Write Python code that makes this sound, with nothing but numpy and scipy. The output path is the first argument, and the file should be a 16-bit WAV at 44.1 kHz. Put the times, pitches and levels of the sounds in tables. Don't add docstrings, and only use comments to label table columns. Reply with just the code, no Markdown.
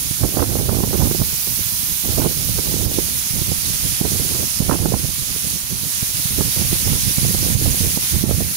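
import sys
import numpy as np
from scipy import signal
from scipy.fft import rfft, irfft, next_fast_len
from scipy.io import wavfile
from scipy.ndimage import uniform_filter1d, minimum_filter1d, map_coordinates

SR = 44100
rng = np.random.default_rng(int(sys.argv[2]) if len(sys.argv) > 2 else 0)


def log_audio(samples):
    frames = np.atleast_2d(samples).T
    limited = np.clip(frames, -1, 1)
    pcm = np.round(limited * 32767).astype(np.int16)
    wavfile.write(sys.argv[1], SR, pcm)


N = 377496


def amp(db):
    return 10 ** (np.asarray(db) / 20)


def unit(x):
    return x / np.sqrt(np.mean(x ** 2) + 1e-20)


def along(points, hz):
    point_hz, values = np.transpose(points)
    return np.interp(np.log(hz + 1), np.log(point_hz + 1), values)


def curves(rows):
    knot_s, *columns = np.transpose(rows)
    t = np.arange(N) / SR
    return [np.interp(t, knot_s, column) for column in columns]


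def wobble(knots_per_s):
    knots = rng.standard_normal(int(N * knots_per_s / SR) + 4)
    return map_coordinates(knots, [np.arange(N) * knots_per_s / SR])


def filtered(x, response):
    padded = next_fast_len(N + 8192)
    hz = np.fft.rfftfreq(padded, 1 / SR)
    return irfft(rfft(x, padded) * response(hz), padded)[..., :N]


def coloured(x, spectrum):
    return unit(filtered(x, lambda hz: amp(along(spectrum, hz))))


def splashes(patchy_db, drops_per_s, drops_db):
    z = signal.stft(rng.standard_normal(N), nperseg=512)[2]
    field = uniform_filter1d(rng.standard_normal(z.shape), size=14, axis=0)
    field = uniform_filter1d(field, size=9, axis=1)
    wash = signal.istft(z * amp(patchy_db * unit(field)), nperseg=512)[1][:N]
    drop_here = rng.random(N) < drops_per_s / SR
    ticks = drop_here * rng.standard_normal(N)
    return unit(unit(wash) + amp(drops_db) * unit(ticks))


# time in seconds, hiss level in dB before sheets and trim.
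FALL_LEVEL = [(0, -19.4), (.7, -22), (1.2, -19), (3.45, -18.5), (3.9, -17), (4.55, -18), (4.8, -21),
              (5.5, -18.5), (5.65, -21.8), (5.95, -18), (6.8, -16.5), (8.12, -17), (8.26, -21.5),
              (8.5, -20)]
# time in seconds, gain of the finest spray in dB.
SPRAY_FACING = [(0, .5), (1.6, 4), (3.9, -1.7), (6.7, -1.3), (8.5, 0.2)]
# time in seconds, left port lag in ms, left hiss against right in dB before spray gain.
CAMERA_TURN = [(0, .24, -5.5), (3, 0.29, -5.5), (5, 0.27, -6), (8.5, 0.39, -4)]
# frequency in Hz, share of the power from 0 to 1.
DIRECT_SHARE = [(300, 0.08), (1000, 0.33), (1550, 0.55), (2000, 0.44), (2600, 0.1), (6000, 0), (12000, 0)]
# frequency in Hz, relative density in dB per Hz.
HISS_LEFT = [(400, -17.8), (700, -15.2), (1200, -12.5), (2000, -11.4), (3200, -11.6), (4500, -12.9),
             (5700, -15.4), (7000, -12.1), (8000, -10.4), (9000, -4.2), (10000, -0.2), (12000, 0.0),
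             (13200, -3.5), (15700, -7.5)]
HISS_RIGHT = [(600, -20.9), (900, -17.3), (1400, -14.3), (2000, -11.3), (3000, -8.7), (4500, -4.8),
              (6500, -2.4), (7400, -6.6), (8200, -8.0), (9200, -2.5), (10100, 0.0), (12000, -6.4),
              (14100, -2.1), (15700, -7.7)]


def waterfall():
    hiss_db, = curves(FALL_LEVEL)
    spray_db, = curves(SPRAY_FACING)
    lag_ms, left_db = curves(CAMERA_TURN)
    direct, *scattered = [splashes(patchy_db=1.0, drops_per_s=500, drops_db=-12.5) for _ in range(3)]
    late = map_coordinates(direct, [np.arange(N) - lag_ms * SR / 1000], order=3)

    def direct_share(hz):
        return np.clip(along(DIRECT_SHARE, hz), 0, 1)

    straight = filtered([late, direct], lambda hz: np.sqrt(direct_share(hz)))
    diffuse = filtered(scattered, lambda hz: np.sqrt(1 - direct_share(hz)))
    left, right = straight + diffuse
    left = coloured(left, HISS_LEFT)
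    right = coloured(right, HISS_RIGHT)
    spray = filtered(right, lambda hz: np.clip((hz - 11000) / 2000, 0, 1))
    right = right + (amp(spray_db) - 1) * spray
    sheets_db = 0.1 * wobble(11) + 0.22 * wobble(32)
    trim_db = 0.55
    return amp(hiss_db + sheets_db + trim_db) * np.array([amp(left_db) * left, right])


def eddies(spectrum, lumps_db):
    swell = amp(lumps_db) * np.ones(N)
    usual = np.sqrt(np.abs(uniform_filter1d(swell ** 2, size=SR // 3)) + 1e-9)
    return coloured(rng.standard_normal(N), spectrum) * swell / usual


# hold start in seconds, hold in seconds, rumble in dB, flutter in dB before trim.
GUSTS = [(0.215, 0.034, -16, -24.5), (0.346, 0.093, -19.5, -22), (0.462, .2, -20, -26),
         (0.695, 0.43, -18.5, -25.5), (0.993, .05, -16.5, -25.5), (1.196, 0.028, -19, -29),
         (2.043, .1, -22.5, -29.5), (2.173, 0.092, -16, -22.5), (2.353, 0.23, -22.5, -37.5),
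         (2.662, 0.38, -20.5, -28), (3.332, 0.24, -22, -34.5), (3.693, 0.26, -26, -42),
         (4.016, 0.028, -20, -28), (4.12, 0.13, -22, -34.5), (4.253, .12, -25, -26.5),
         (4.615, 0.38, -19.5, -29), (4.697, 0.039, -14.5, -17.5), (5.03, .06, -24.5, -38.5),
         (5.347, 0.12, -27, -40), (5.719, 0.045, -24, -35), (6.319, 0.15, -20, -34),
         (6.577, 0.16, -20.5, -32.5), (6.878, 0.039, -10, -23), (6.994, 0.092, -20, -39),
         (7.195, 0.67, -19.5, -31.5), (7.56, .1, -13, -34), (8.123, 0.32, -17.5, -32),
         (8.233, 0.074, -19.5, -25.5)]
GUST_ATTACK_S, GUST_RELEASE_S = 0.014, 0.045


def gust_power():
    t = np.arange(N) / SR
    power = np.zeros((2, N))
    for start_s, hold_s, rumble_db, flutter_db in GUSTS:
        before = np.maximum(0, start_s - t) / GUST_ATTACK_S
        after = np.maximum(0, t - start_s - hold_s) / GUST_RELEASE_S
        away = before + after
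        near = away < 10
        envelope = np.exp(-away[near])
        power[:, near] += np.outer(amp([rumble_db, flutter_db]), envelope) ** 2
    return power


# frequency in Hz, relative density in dB per Hz.
RUMBLE = [(10, -32), (30, -9.5), (65, -0.5), (120, -0.5), (180, -4.5), (270, -14), (450, -34.5), (900, -67),
          (2000, -120)]
FLUTTER = [(100, -37), (220, -3.5), (330, -1), (480, -6.5), (700, -14), (1100, -26), (1800, -47),
           (4000, -120)]
RASP = [(300, -31), (650, 3), (1000, -1.5), (1400, -7), (2000, -18.5), (3500, -47), (6000, -120)]
# time in seconds, rumble in dB.
LEE = [(0, -38.5), (1.08, -26), (1.35, -41), (2, -46), (2.13, -31), (3, -41), (3.9, -40), (4.85, -34),
       (5.5, -48), (6.45, -39), (6.8, -30.5), (8.56, -36.5)]
CALM_RUMBLE_DB, CALM_FLUTTER_DB = -29.5, -47


def draught():
    rumble_power, flutter_power = gust_power()
    rumble_db = 10 * np.log10(rumble_power + amp(CALM_RUMBLE_DB) ** 2)
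    flutter_db = 10 * np.log10(flutter_power + amp(CALM_FLUTTER_DB) ** 2)
    gaps = np.interp(flutter_db, [-45, -24], [1.8, .75])
    lumps = gaps * unit(np.tanh(0.78 * (wobble(55) + 1.15 * wobble(20))))
    rumble = amp(rumble_db) * eddies(RUMBLE, 2.42 * lumps)
    flutter_trim_db = 2.16
    flutter = amp(flutter_db + flutter_trim_db) * eddies(FLUTTER, 4.2 * lumps + 4.8 * wobble(200))
    rasp_db = -22.5 + 2.6 * (flutter_db + 20)
    rasp = amp(rasp_db) * eddies(RASP, 5 * lumps + 7.0 * wobble(260))
    lee_db, = curves(LEE)
    lee = amp(lee_db) * eddies(RUMBLE, 3 * wobble(18))
    return np.array([lee, rumble + flutter + rasp])


# time in seconds, peak of the pressure swing in dB, flutter in dB.
THUMPS = [(.112, -11.5, -29), (.236, -1, -13.5), (.371, -6, -14), (.694, -4, -13.5), (0.839, -4, -13),
          (0.932, -15, -15.5), (1.114, -9.5, -17.5), (1.218, -5, -19), (1.476, -25, -26),
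          (2.265, -1, -13.5), (2.589, -13, -17), (2.865, -3, -24), (2.987, -1, -18), (3.419, -9.5, -25),
          (4.014, 1, -17.5), (4.052, -16, -17), (4.606, 1, -22), (4.859, -5, -13), (4.941, -2, -11),
          (5.051, -13, -27), (5.447, -18, -30), (6.03, -9.5, -28), (6.258, -10.5, -38), (6.41, -2.5, -17),
          (6.731, -9, -20.5), (7.185, -4.5, -21), (7.348, -8, -21.5), (7.556, 0.5, -26), (7.975, -2.5, -18),
          (8.24, 1, -20), (8.312, -22, -16)]


def thumps(swing_s, flutter_s, rasp_s, rasp_db, wake_s, wake_db):
    t = np.arange(N) / SR
    flutter, rasp = eddies(FLUTTER, 0), eddies(RASP, 0)
    strongest_db = max(row[2] for row in THUMPS)
    port = np.zeros(N)
    draws = rng.standard_normal((len(THUMPS), 2))
    for (hit_s, swing_db, flutter_db), (size, sign) in zip(THUMPS, draws):
        near = slice(max(0, int((hit_s - .05) * SR)), int((hit_s + .12) * SR))
        since_s = t[near] - hit_s
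        distance_s = np.abs(since_s)
        u = since_s / (swing_s * np.exp(0.28 * size))
        swing = np.sign(sign) * (1 - 2 * u ** 2) * np.exp(-u ** 2)
        wake = amp(wake_db) * np.clip(since_s / flutter_s, 0, 1) * np.exp(-distance_s / wake_s)
        burst = (np.exp(-distance_s / flutter_s) + wake) * flutter[near]
        crackle_db = rasp_db + .5 * (flutter_db - strongest_db)
        crackle = amp(crackle_db) * np.exp(-distance_s / rasp_s) * rasp[near]
        port[near] += amp(swing_db) * swing + amp(flutter_db) * (burst + crackle)
    return np.array([np.zeros(N), port])


def scene():
    eddy_hits = thumps(swing_s=0.0024, flutter_s=0.0053, rasp_s=0.0029, rasp_db=-2.0,
                       wake_s=0.014, wake_db=-9.5)
    return waterfall() + draught() + eddy_hits


def limiter(x, ceiling_db, attack_s, release_db_per_s):
    peak_db = 20 * np.log10(np.abs(x).max(axis=0) + 1e-9)
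    over_db = np.maximum(0, peak_db - ceiling_db)
    recovery_db = release_db_per_s * np.arange(N) / SR
    needed = amp(recovery_db - np.maximum.accumulate(over_db + recovery_db))
    span = max(2, int(attack_s * SR))
    gain = uniform_filter1d(minimum_filter1d(needed, span), span)
    return x * gain


TOP_HZ = 15750


def record(dry):
    limited = limiter(dry, ceiling_db=-0.5, attack_s=0.011, release_db_per_s=70)
    return filtered(limited, lambda hz: hz < TOP_HZ)


dry = scene()
out = record(dry)
log_audio(out)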